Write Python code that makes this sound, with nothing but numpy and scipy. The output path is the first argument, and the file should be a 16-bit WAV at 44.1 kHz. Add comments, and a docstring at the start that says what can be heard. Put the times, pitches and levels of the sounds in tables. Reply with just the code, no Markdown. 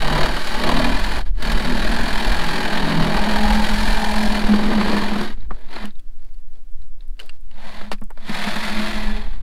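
"""A snowy field, with wind on the microphone, where a small electric motor works on ice in stretches.
Its rotor scrapes once a turn, about 42 times a second: a gritty rasp over a low hum and a booming
hollow housing. Each run swells, holds and sinks away; pressing harder brings out the bite, groan and
shudder of the housing. The tool knocks, bits of ice tick in the pauses and the snow crackles;
a faint mains hum lies under it all."""
import sys
import numpy as np
from scipy import signal
from scipy.fft import rfft, irfft
from scipy.io import wavfile

SR = 44100
rng = np.random.default_rng(int(sys.argv[2]) if len(sys.argv) > 2 else 0)


def materialize(psi):
    """Save the field psi as 16-bit PCM at rate SR to the path in sys.argv[1].

    A 1-D psi becomes a single channel; in a 2-D psi each row is a channel.
    """
    bounded = np.clip(np.atleast_2d(psi).T, -1, 1)
    quanta = np.round(bounded * 32767).astype(np.int16)
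    wavfile.write(sys.argv[1], SR, quanta)


N = 415422
TIME = np.arange(N) / SR


def amp(db):
    """Decibels to gain."""
    return 10 ** (np.asarray(db) / 20)


def unit(x):
    """Scales to an rms of one."""
    return x / np.sqrt(np.mean(x ** 2) + 1e-20)


def curve(rows, column=1):
    """An automation lane: one column of a table, joined by straight lines in time."""
    rows = np.array(rows)
    return np.interp(TIME, rows[:, 0], rows[:, column])


def arch(start, end):
    """A soft swell between two times."""
    return np.sin(np.pi * np.clip((TIME - start) / (end - start), 0, 1))


def drift(rate_hz):
    """Slow random wander of unit size."""
    slow = np.fft.rfftfreq(N, 1 / SR) < rate_hz
    return unit(irfft(rfft(rng.standard_normal(N)) * slow, N))


def colour(x, points, modes=()):
    """EQ through (Hz, dB) points, rolling off past both ends, with (Hz, width, dB) humps."""
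    hz = np.fft.rfftfreq(len(x), 1 / SR) + 0.0075
    point_hz, db = np.transpose(points)
    beyond = abs(np.log(hz / np.clip(hz, point_hz[0], point_hz[-1])))
    eq_db = np.interp(np.log(hz), np.log(point_hz), db) - 14.4 * beyond
    humps = 1 + sum(amp(level) / (1 + (2 * (hz - centre) / width) ** 2) for centre, width, level in modes)
    return unit(irfft(rfft(x) * humps * amp(eq_db), len(x)))


def ring(x, modes):
    """Passes x through (Hz, width, dB) resonances."""
    return unit(sum((-1) ** k * amp(db) * signal.lfilter(*signal.iirpeak(hz, hz / width, SR), x)
                    for k, (hz, width, db) in enumerate(modes)))


def band(x, low_hz, high_hz):
    """Steep band-pass."""
    return unit(signal.sosfilt(signal.butter(3, [low_hz, high_hz], "band", fs=SR, output="sos"), x))


def steady(x, seconds):
    """Evens out the slow swells of a random sound."""
    power = signal.fftconvolve(x ** 2, signal.windows.hann(int(seconds * SR)), "same")
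    return unit(x / np.sqrt(abs(power) + 0.0011 * power.mean()))


def add(mix, s, sound):
    """Lays a sound into the mix at time s."""
    part = mix[round(s * SR):][:len(sound)]
    part += sound[:len(part)]


def scatter(per_s):
    """Triggers at random moments."""
    return rng.random(N) < per_s / SR


def grit(grains_per_s, spread_db, smooth):
    """Tiny fractures of unequal size over smooth rubbing."""
    size = amp(spread_db * np.minimum(rng.exponential(1, N), 4)) * rng.choice([-1, 1], N)
    return unit(unit(size * scatter(grains_per_s)) + smooth * rng.standard_normal(N))


def crack(points, t60, modes=()):
    """A short burst of crushing with a colour and a faint tail."""
    t = np.arange(4096) / SR
    decay = amp(-60 * t / t60) + amp(-24 - 60 * t / 0.12)
    attack = 1 - np.exp(-t / 0.00052)
    return colour(rng.standard_normal(len(t)), points, modes) * decay * attack


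# EQ of still air: (frequency [Hz], level [dB])
AIR_EQ = [(71, -34.5), (120, -14), (153, 7.5), (301, -5), (370, -7), (2700, -14.5), (3820, -16),
          (5750, -18.5), (15000, -22), (16000, -24)]


def air():
    """Still air: a faint bed of noise."""
    return amp(-65.5) * colour(rng.standard_normal(N), AIR_EQ)


# mains harmonics: (frequency [Hz], level [dB])
MAINS_TONES = [(120, -75.5), (180, -78), (240, -72), (300, -71.5)]


def mains():
    """A far mains hum, each harmonic wavering on its own."""
    return sum(np.sqrt(2) * amp(db + 1.9 * drift(3)) * np.sin(2 * np.pi * hz * TIME)
               for hz, db in MAINS_TONES)


# strength of the gusts: (time [s], level [dB])
GUSTS = [(0.0, -28), (0.1, -26), (0.31, -22.5), (0.39, -38), (0.73, -22.5), (1.21, -24.5), (1.31, -23.5),
         (1.49, -22), (1.54, -19), (1.65, -26), (1.86, -21.5), (1.91, -23), (2.25, -28), (2.28, -17),
         (2.52, -33), (3.12, -30.5), (3.17, -19), (3.25, -32), (3.41, -24), (3.46, -15), (3.64, -26.5),
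         (3.91, -17.5), (4.04, -31), (4.14, -25), (4.51, -26), (4.59, -31), (4.67, -28), (5.27, -39),
         (5.35, -33), (5.51, -26), (5.61, -44), (6.03, -45), (6.09, -49), (6.69, -50), (6.79, -32),
         (7.06, -53), (7.53, -44), (7.82, -43), (7.92, -45), (8.55, -45), (8.87, -34), (9.02, -27),
         (9.13, -23), (9.18, -33), (9.31, -23), (9.42, -31)]
# EQs of the two wind layers: (frequency [Hz], level [dB])
HEAVE_EQ = [(1, -14.5), (4, 17.5), (9, 7.5), (20, -6), (30, -16), (45, -47.5), (70, -51), (120, -76),
            (300, -110)]
BUFFET_EQ = [(12, -35), (28, 3.5), (42, -5.5), (62, -17.5), (90, -24.5), (140, -40), (300, -42.5),
             (900, -85)]


def wind():
    """Eddies heave the diaphragm slowly; each gust adds a low, lumpy buffeting."""
    heave = steady(colour(rng.standard_normal(N), HEAVE_EQ), 0.28)
    buffet = steady(colour(rng.standard_normal(N), BUFFET_EQ), 0.32)
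    gust_db, lumps_db = curve(GUSTS), 0.5 * drift(4.2)
    return heave * amp(-10 + 0.2 * gust_db) + buffet * amp(1 + gust_db + lumps_db)


# snow giving way: (start [s], end [s], crackle [dB], dull packing [dB])
SQUASHES = [(5.538, 5.64, -72, -52), (6.018, 6.15, -72.5, -79), (6.17, 6.33, -69, -75),
            (6.366, 6.42, -72, -76), (6.52, 6.615, -69, -63), (6.76, 6.86, -72, -71),
            (6.93, 7.152, -78, -72.5), (7.178, 7.273, -59, -51), (7.236, 7.305, -58, -74),
            (7.313, 7.385, -62, -75)]
# EQ of the crackle: (frequency [Hz], level [dB])
SNOW_EQ = [(250, 14), (450, 7), (900, 9), (1900, 6.5), (2800, 2.5), (4400, 6), (5800, -4), (11000, -8.5),
           (16000, -28)]


def snow():
    """Snow crackles and packs as it gives way, and crunches under each tick of ice."""
    t = TIME[:SR // 2]
    crackle = colour(grit(grains_per_s=900, spread_db=2, smooth=0.6), SNOW_EQ)
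    crackle_gain = amp(-79 + 2.1 * drift(15))
    packing_gain = amp(-82 + 3 * drift(7.9))
    for s, db, _ in ICE_TICKS:
        add(crackle_gain, s, amp(-32 + 0.83 * db - 60 * t / 0.11))
    for start, end, crackle_db, packing_db in SQUASHES:
        crackle_gain += amp(crackle_db) * arch(start, end)
        packing_gain += amp(packing_db) * arch(start, end)
    return crackle * crackle_gain + band(rng.standard_normal(N), 290, 710) * packing_gain


# the clearest crumbs: (time [s], level [dB])
CRUMBS = [(5.855, -29), (5.996, -43), (6.247, -46), (6.342, -47), (7.08, -47.5), (7.2, -33), (7.2604, -39),
          (7.41, -48), (8.0117, -40), (8.0381, -36), (8.1045, -37)]
# their EQ: (frequency [Hz], level [dB])
CRUMB_EQ = [(3000, -22), (6000, -13), (8500, -5), (12000, -7), (16000, -17)]


def crumbs():
    """Crumbs of ice too small to ring: a few clear ones, and fainter ones falling at random."""
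    out = np.zeros(N)
    for s, db in CRUMBS:
        add(out, s, amp(db - 4.5) * crack(CRUMB_EQ, t60=0.01))
    falls = rng.random(N) * scatter(per_s=12)
    sparkle = signal.oaconvolve(falls, crack(CRUMB_EQ, t60=0.015))[:N]
    return out + amp(-83.5) * unit(sparkle)


# snapping ice: (time [s], level [dB], pitch [Hz])
ICE_TICKS = [(1.254, -45, 2510), (5.4061, -39, 3860), (5.429, -44, 1890), (5.5797, -49, 2420),
             (5.6451, -42, 3580), (5.7605, -22, 4040), (5.854, -27, 2920), (5.907, -40, 3750),
             (5.9544, -45, 3700), (5.994, -40, 3370), (6.193, -50, 1600), (6.221, -46, 1950),
             (6.246, -48, 2800), (6.289, -51, 2200), (6.341, -46, 4370), (6.386, -53, 2800),
             (6.474, -56, 4300), (6.533, -52.5, 4100), (6.555, -52, 3300), (6.818, -42.5, 3880),
             (6.841, -55, 3850), (7.007, -40.5, 3740), (7.022, -51, 950), (7.168, -50, 2900),
             (7.193, -25, 2870), (7.199, -22, 2980), (7.209, -30, 1500), (7.231, -35, 4730),
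             (7.294, -25.5, 2760), (7.5123, -38, 2880), (7.5408, -42, 3890), (7.9833, -44, 2470)]
# EQ of the snap: (frequency [Hz], level [dB])
TICK_EQ = [(300, -10), (900, -7), (1700, 12), (3000, -2), (4600, 8.5), (6000, -15), (8500, -8),
           (11000, -24), (16000, -24.5)]


def ticks():
    """Bits of ice snap: a hard one pings, a faint one only crackles, and the block rings on."""
    out, t = np.zeros(N), TIME[:SR // 10]
    ping_t60, block_t60 = 0.027, 0.069
    for s, db, hz in ICE_TICKS:
        snap = crack(TICK_EQ, t60=0.021, modes=[(hz, 420, 13), (3.05 * hz, 900, 3)])
        ping = np.sin(2 * np.pi * hz * t)
        block = ring(rng.standard_normal(len(t)), [(2680, 300, 0)])
        add(out, s, amp(db - 7.5) * snap)
        add(out, s, amp(1.3 * db + 1.5 - 60 * t / ping_t60) * ping)
        add(out, s, amp(db - 23 - 60 * t / block_t60) * block)
    return out


# knocks of the tool: (time [s], crack [dB], thud [dB], brightness [dB])
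KNOCKS = [(1.423, -15, -40, -2), (1.517, -11, -29, -3), (3.146, -9, -22, -26), (3.172, -7, -23, -25),
          (4.139, -13, -39, -16), (4.437, -14, -24, -25), (4.489, -13, -20, -25), (4.537, -8.5, -18.5, -23),
          (4.59, -12, -32, -23), (4.637, -13.5, -26, -16), (4.715, -7.5, -17, -28),
          (4.781, -10, -30, -25.5), (4.811, -7, -24, -20), (4.858, -11, -19, -18), (4.881, -10, -26, -18),
          (4.931, -9, -15, -16), (4.966, -13, -19, -21), (5.016, -16, -17.5, -20), (5.117, -16, -22, -24),
          (5.157, -13, -20, -22), (5.21, -12, -17, -10), (5.373, -44, -37.5, -25), (5.507, -17.5, -35, -39),
          (5.763, -19.5, -34, -23), (5.838, -25, -30, -27), (5.872, -43, -39, -25), (7.811, -23, -34, -29),
          (7.915, -12.5, -50, -11), (7.927, -20.5, -29, -3), (8.016, -28.5, -29.5, -41),
          (8.104, -28, -60, -35), (8.173, -28.5, -66, -22), (8.294, -23.5, -19, -3), (8.469, -16, -21, -11),
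          (8.559, -17, -26, -11), (8.789, -26, -22, -19.5)]
# EQ of the crack: (frequency [Hz], level [dB])
KNOCK_EQ = [(280, -3.5), (450, -3), (800, -2.5), (1100, -1), (1900, -5), (3300, -10.5), (4800, -10.5),
            (6000, -23.5), (11000, -24), (16000, -41)]
# ring of the knocked housing: (frequency [Hz], level [dB], t60 [s])
THUD_MODES = [(164, -8, 0.034), (207.5, -1.5, 0.11), (307, -8.5, 0.073), (360, -9, 0.058),
              (433, -10.5, 0.04)]
BOOM_HZ, BOOM_WIDTH_HZ = 210.5, 27  # the housing's booming mode


def knocks():
    """Each knock cracks drily and leaves the low modes of the housing ringing."""
    out, t = np.zeros(N), np.arange(SR // 4) / SR
    # pressed on the ice, the tool cracks less freely and its thud reaches the upper modes
    damping_db = np.interp(run_gain(), amp([-18, -3]), [0, 2.5])
    tilt_db_per_octave = curve(PRESSURE)
    for s, db, thud_db, bright_db in KNOCKS:
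        at = round(s * SR)
        treble_db, bass_db = 0.5 * (bright_db + 7.5), 0.13 * (thud_db - db + 18)
        eq = [(hz, level + treble_db * np.clip(np.log(hz / 1000), 0, 2)
               + bass_db * np.clip(np.log(800 / hz), 0, 1)) for hz, level in KNOCK_EQ]
        thud = sum(amp(level + tilt_db_per_octave[at] * np.log2(hz / BOOM_HZ) - 60 * t / t60)
                   * np.sin(2 * np.pi * hz * t) for hz, level, t60 in THUD_MODES)
        add(out, s, amp(db - 5.5 - damping_db[at]) * crack(eq, t60=0.049))
        add(out, s, amp(thud_db + 7) * thud * (1 - np.exp(-t / 0.0027)))
    return signal.sosfilt(signal.butter(4, 140, "high", fs=SR, output="sos"), out)


# rotor speed: (time [s], speed [turns/s])
SPEED = [(0, 38.1), (0.2, 37.3), (0.4, 39.0), (0.6, 40.5), (0.8, 39.2), (1.0, 41.3), (1.2, 42.1),
         (1.35, 41.8), (1.5, 39.5), (1.75, 40.8), (2.0, 42.4), (2.3, 42.2), (2.6, 41.75), (2.8, 40.8),
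         (3.0, 40.25), (3.3, 42.0), (3.6, 42.7), (3.9, 42.55), (4.2, 42.75), (4.5, 41.8), (4.8, 42.0),
         (5.1, 41.8), (5.8, 41.9), (7.6, 41.65), (8.4, 41.5), (8.7, 43.2), (9.0, 42.5), (9.3, 42.1)]


def rotor_turns():
    """Running count of turns, with a slight flutter in speed."""
    return np.cumsum(curve(SPEED) * (1 + 0.001 * drift(10))) / SR


# the rotor meets the ice: (start [s], end [s], level [dB], rise [s], fall [s])
RUNS = [(-0.1, 1.249, 0.5, .05, 0.076), (1.236, 1.33, -10, 0.031, 0.11), (1.341, 5.366, 0, 0.13, 0.12),
        (5.324, 5.5, -28, 0.045, 0.067), (5.477, 5.82, -27, 0.05, 0.15), (5.643, 5.926, -13, 0.1, 0.11),
        (7.462, 7.973, -12.5, 0.23, 0.2), (7.933, 7.96, -17.5, 0.07, 0.13),
        (8.172, 9.44, -0.5, 0.195, 0.74)]


def run_gain():
    """Every run swells, holds and sinks away on bent ramps."""
    gain, edge_db = np.zeros(N), -33.5
    for start, end, db, rise_s, fall_s in RUNS:
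        early = np.clip(1 - (TIME - start) / rise_s, 0, 2)
        late = np.clip(1 - (end - TIME) / fall_s, 0, 2)
        gain = np.maximum(gain, amp(db + edge_db * (early ** 1.78 + late ** 2.23)))
    return gain


# how hard the tool is pressed: (time [s], pressure [dB])
PRESSURE = [(0.0, -0.5), (0.19, 5), (0.45, -9.5), (0.66, 4), (0.86, 3), (1.02, -4), (1.7, -2.5),
            (2.2, -1.5), (2.55, -2), (2.8, 3), (3.0, 3), (3.5, -1.5), (3.72, -4.5), (4.2, -5), (4.5, 0.5),
            (4.9, 5.5), (5.25, -3.5), (5.8, 0), (7.7, -11.5), (8.4, -9.5), (8.9, -7.5), (9.3, -2)]


def tool_pressure():
    """Pressure on the tool in dB, never quite steady."""
    return curve(PRESSURE) + 0.33 * drift(6.3)


def rotor_grit(turns):
    """Grit under the rotor, which meets partly the same bumps as one turn before."""
    grains = grit(grains_per_s=2500, spread_db=2, smooth=0.86)
    return unit(grains + 0.087 * grains[np.searchsorted(turns, turns - 1)])


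def order(turns, multiple):
    """A tone at a multiple of the turning rate, wavering in strength and phase."""
    strength = amp(0.9 * drift(14))
    return unit(strength * np.cos(2 * np.pi * (multiple * turns + rng.random()) + 0.2 * drift(15)))


# EQ of the thumps: (frequency [Hz], level [dB])
JUDDER_EQ = [(110, -9), (150, 1), (230, -1), (400, -11), (650, -9), (1000, -16)]


def judder(turns):
    """For a while the rotor skips, with a dull thump on every second turn."""
    since_s = (turns % 2) / curve(SPEED)
    thumps = colour(rng.standard_normal(N) * np.exp(-since_s / 0.0053), JUDDER_EQ)
    skipping = np.interp(TIME, (1.45, 1.65, 2.02, 2.2), [0, 1, 1, 0])
    return amp(-32.5) * skipping * thumps


# moaning orders: (start [s], end [s], multiple of shaft speed, level [dB])
MOANS = [(0.053, 0.3, 4, -26), (2.85, 3.153, 4, -25.5), (0.13, 0.38, 6, -38.5), (0.606, 0.99, 6, -28.5),
         (0.78, 0.96, 6, -31), (0.703, 0.993, 7, -28.5), (1.43, 1.61, 5.5, -30), (1.637, 1.797, 6, -28.5),
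         (1.837, 2.146, 5.5, -29.5), (2.118, 2.437, 5.5, -35.5), (2.35, 2.9, 9, -37.5),
         (2.75, 3.1, 7, -32.5), (2.85, 3.15, 6, -37), (3.088, 3.62, 6.5, -40), (2.72, 3.3, 15.5, -37.5),
         (3.1, 3.65, 15, -38), (3.25, 3.55, 10, -40), (3.8, 4.4, 10, -41), (8.4, 9.1, 15, -43),
         (4.42, 4.56, 6, -32), (5.194, 5.27, 8.5, -32), (5.53, 5.635, 5, -52), (8.7, 9.0, 8, -40),
         (9.026, 9.283, 10, -44)]


def moans(turns):
    """Shaft orders swell as they catch a mode of the housing; half orders come from skipped turns."""
    halves = sorted({round(2 * row[2]) for row in MOANS})
    tones = {k: order(turns, k / 2) for k in halves}
    return sum(amp(db) * arch(start, end) * tones[round(2 * multiple)]
               for start, end, multiple, db in MOANS)


# boom at full contact: (time [s], level [dB])
BOOM_LEVEL = [(0.0, -42), (0.45, -45.5), (0.67, -33.5), (0.85, -40), (1.05, -38), (1.45, -42), (1.8, -32),
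              (2.4, -40.5), (2.8, -30.5), (3.05, -29.5), (3.2, -26.5), (3.6, -23), (3.67, -34),
              (3.71, -27.5), (4.08, -27), (4.38, -22), (4.45, -30), (4.52, -15.5), (4.61, -28), (4.79, -20),
              (4.96, -27.5), (5.1, -31), (5.24, -27), (5.28, -35), (5.75, -35.5), (5.89, -21.5), (7.6, -37),
              (7.76, -40), (7.85, -22.5), (8.35, -39), (8.6, -36), (8.8, -29), (8.93, -34), (9.05, -21),
              (9.2, -23), (9.4, -34.5)]


def boom(turns, grains):
    """The fifth order sings on the housing's low mode, roughly when weak or when the rotor chatters."""
    level_db = curve(BOOM_LEVEL)
    pull = 0.55  # how far the order drags the mode off its own pitch
    tone = order(pull * 5 * turns + (1 - pull) * BOOM_HZ * TIME, multiple=1)
    struck = steady(band(ring(grains, [(BOOM_HZ, BOOM_WIDTH_HZ, 0)]), 190, 227.6), 0.077)
    weakness_db = np.maximum(-30 - level_db, 0)
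    rough = amp(-3 - 1.25 * np.minimum(curve(THROB), 4) + 0.88 * weakness_db)
    return amp(2 + level_db) * (tone + rough * struck) / np.sqrt(1 + rough ** 2)


# shaft tones: (multiple of shaft speed, level [dB])
SHAFT_ORDERS = [(4, 10.5), (6, 7), (7, -7.5), (8, -9.5), (9, -12.5), (10, -12.5)]
# low shaft hum at full contact: (time [s], level [dB])
SHAFT_LEVEL = [(0.0, -33), (0.11, -20), (0.3, -32), (0.48, -51), (0.68, -29.5), (0.92, -32.5), (1.06, -41),
               (1.5, -34.5), (1.9, -34), (2.2, -41.5), (2.47, -29), (2.65, -38), (3.02, -21), (3.22, -35.5),
               (3.5, -33), (4.05, -42.5), (4.85, -36), (5.3, -56), (8.3, -39), (8.42, -42), (9.3, -40)]
# low-mid resonances of the housing: (frequency [Hz], width [Hz], level [dB])
SHUDDER_MODES = [(310, 26, -2), (359.3, 32.4, 3.5), (403, 60, 1), (463, 82, -3.5)]


def hum(turns, grains, pressure_db):
    """Shaft orders and grit shake the hollow housing; pressure brings out its groan and shudder."""
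    shaking = sum(amp(db) * order(turns, k) for k, db in SHAFT_ORDERS)
    rumble = amp(-10.5) * band(grains, 68, 130)
    shaft = unit(band(shaking, 146, 209) + amp(-3) * band(grains, 135, 199) + rumble)
    groan = unit(band(shaking, 238, 279) + amp(2) * band(grains, 233, 286))
    shudder = unit(band(shaking, 305.4, 490) + amp(0.5) * band(ring(grains, SHUDDER_MODES), 264, 520))
    waver = amp(drift(4))
    return waver * (shaft * amp(curve(SHAFT_LEVEL))
                    + groan * amp(-36 + 0.97 * pressure_db)
                    + shudder * amp(-34 + pressure_db))


# throb of the rasp, shallow while the rotor labours and chatters: (time [s], swing [dB])
THROB = [(0.1, 10), (0.5, 3), (0.72, 9), (1.2, 5), (1.7, 7.5), (2.2, 8.5), (2.9, 6), (3.5, 8.5), (3.9, 4),
         (4.15, 9.5), (4.6, 4.5), (5.0, 5.5), (8.5, 3.5)]
# quick bite, hold and slow release: (position [share of turn], push [share of swing])
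PUSH = [(0, -0.55), (0.17, 0.45), (0.42, 0.4), (1, -0.55)]
# the rotor catches on a hard grain: (time [s], level [dB])
CATCHES = [(0.231, 2), (0.259, 4), (0.472, 7), (0.637, 8), (0.691, -1), (0.769, 4), (0.796, -4),
           (0.844, -6), (2.346, 0.5), (2.488, -9), (2.545, -7), (2.725, -6), (2.774, 2), (3.024, -4),
           (3.289, -8), (4.983, 2)]


def scrape_gain(turns):
    """The rotor pushes into the ice once a turn, with small jolts and a few hard catches."""
    jolt_s, catch_s = 0.0056, 0.0039
    push_db = curve(THROB) * np.interp((turns + 0.38) % 1, *np.transpose(PUSH))
    bumps = scatter(per_s=120) * rng.uniform(0.12, 1, N)
    jolts = np.tanh(signal.lfilter([1], [1, -np.exp(-1 / (jolt_s * SR))], bumps))
    snaps = np.zeros(N)
    for s, db in CATCHES:
        add(snaps, s, amp(db + 2.5 - 11.6 * TIME[:SR // 10] / catch_s))
    return amp(push_db + 0.41 * drift(50)) * (1 + 0.5 * jolts) + snaps


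def reflections(x, count, longest_s, wet_db):
    """Early reflections off the ice come and go as the tool shifts, rippling the spectrum."""
    delays = (rng.uniform(0.06, 1, count) * longest_s * SR).astype(int)
    wet = unit(sum(np.roll(x, delay) * drift(1.8) for delay in delays))
    return unit(x + amp(wet_db) * wet)


# EQs of the rasp and its fizz: (frequency [Hz], level [dB])
RASP_EQ = [(300, -28), (600, -22.5), (1100, 5), (1400, 7.5), (2000, 4.5), (2200, -2), (2700, -5.5),
           (3500, -6), (4600, -9), (5200, -22.5), (6200, -26)]
FIZZ_EQ = [(5200, 4), (6200, -5.5), (8000, -4), (10500, -3.5), (12300, -9), (14500, -12.5), (16000, -21)]
# stiff resonances of the housing, by voice: (frequency [Hz], width [Hz], level [dB])
FIRST_GRIP_MODES = [(1694, 365, 4), (2392, 234, 9.5), (3060, 560, 9.5), (3860, 280, 8), (4420, 680, 12)]
LATER_GRIP_MODES = [(1740, 290, -6.5), (1990, 130, -3), (2395, 690, 9.5), (3590, 950, 12), (4400, 580, 8.5)]
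FIZZ_MODES = [(6710, 1200, -1.5), (9000, 780, -11.5), (11260, 630, -8)]
BITE_MODES = [(524, 102, -4), (623, 54, 3), (689, 72, 0.5), (801.3, 61.4, 6), (852, 125, 3.5),
              (1007, 87, 2.5), (1152, 200, -13.5)]
HOWL_MODES = [(808, 30.2, -0.2), (822.4, 54, -1)]
# fader rides as the tool sinks in and comes out: (time [s], body [dB], fizz [dB], bite [dB])
RASP_RIDES = [(0.6, 0.5, -1.5, 3.5), (1.6, 0, -2.5, 2), (2.3, 1.5, 0, 2.5), (2.8, 1, -2.5, 2),
              (3.0, 0, -2.5, 2), (3.7, 3, 2.5, 7), (4.25, 2, 1, 6.5), (4.7, -3, -5.5, -1.5),
              (4.95, -0.5, -2, -0.5), (5.15, -3.5, -7, 0), (5.8, 3.5, -1, 4.5), (7.7, 3, -3, 12.5),
              (8.6, 4, -0.5, 7)]
# howl at full contact: (time [s], level [dB])
HOWL_LEVEL = [(1.8, -34.5), (2.59, -28.5), (2.94, -40), (3.2, -27), (3.29, -33), (3.47, -21.5), (3.87, -31),
              (4.06, -20.5), (4.3, -31), (5.3, -45)]


def rasp(turns, grains, pressure_db):
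    """Grit and sharp chips, pressed out once a turn, ring the housing and spray a fizz above it."""
    chips = amp(-11) * unit(rng.uniform(-1.01, 1, N) * scatter(per_s=300))
    drive = reflections((grains + chips) * scrape_gain(turns), count=10, longest_s=0.012, wet_db=-8)
    regrip = np.interp(TIME, (4, 8.4), [0, 1])  # the hold on the tool shifts
    body = ((1 - regrip) * colour(drive, RASP_EQ, FIRST_GRIP_MODES)
            + regrip * colour(drive, RASP_EQ, LATER_GRIP_MODES))
    fizz = colour(drive, FIZZ_EQ, FIZZ_MODES)
    bite = band(ring(drive, BITE_MODES), 461, 1570)
    howl = steady(band(ring(drive, HOWL_MODES), 766, 929), 0.14)
    return (body * amp(-28.5 + 0.35 * pressure_db + curve(RASP_RIDES, 1))
            + fizz * amp(-40.5 - 0.021 * pressure_db + curve(RASP_RIDES, 2))
            + bite * amp(-32 + 0.87 * pressure_db + curve(RASP_RIDES, 3))
            + howl * amp(0.9 * pressure_db + curve(HOWL_LEVEL)))


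def scene():
    """The motor and its knocks over ice, wind and field, in mono."""
    turns = rotor_turns()
    grains = rotor_grit(turns)
    contact, pressure_db = run_gain(), tool_pressure()
    scraping = contact * rasp(turns, grains, pressure_db)
    low_end = contact ** 0.9 * (hum(turns, grains, pressure_db) + boom(turns, grains))
    motor = scraping + low_end + moans(turns) + judder(turns)
    return (motor + knocks() + ticks() + crumbs() + wind() + mains() + snow() + air())[None]


def record(dry):
    """Master chain: rounds off the rare peak, fades both ends briefly and trims the top treble."""
    knee, ceiling, edge_hz = 0.6, 0.85, 15900
    clean, headroom = np.clip(dry, -knee, knee), ceiling - knee
    rounded = clean + headroom * np.tanh((dry - clean) / headroom)
    fade = np.clip(np.minimum(TIME, TIME[::-1]) / 0.008, 0, 1)
    low_pass = signal.firwin(511, edge_hz, window=("kaiser", 9), fs=SR)
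    return signal.oaconvolve(rounded * fade, low_pass[None], "same")


dry = scene()
out = record(dry)
materialize(out)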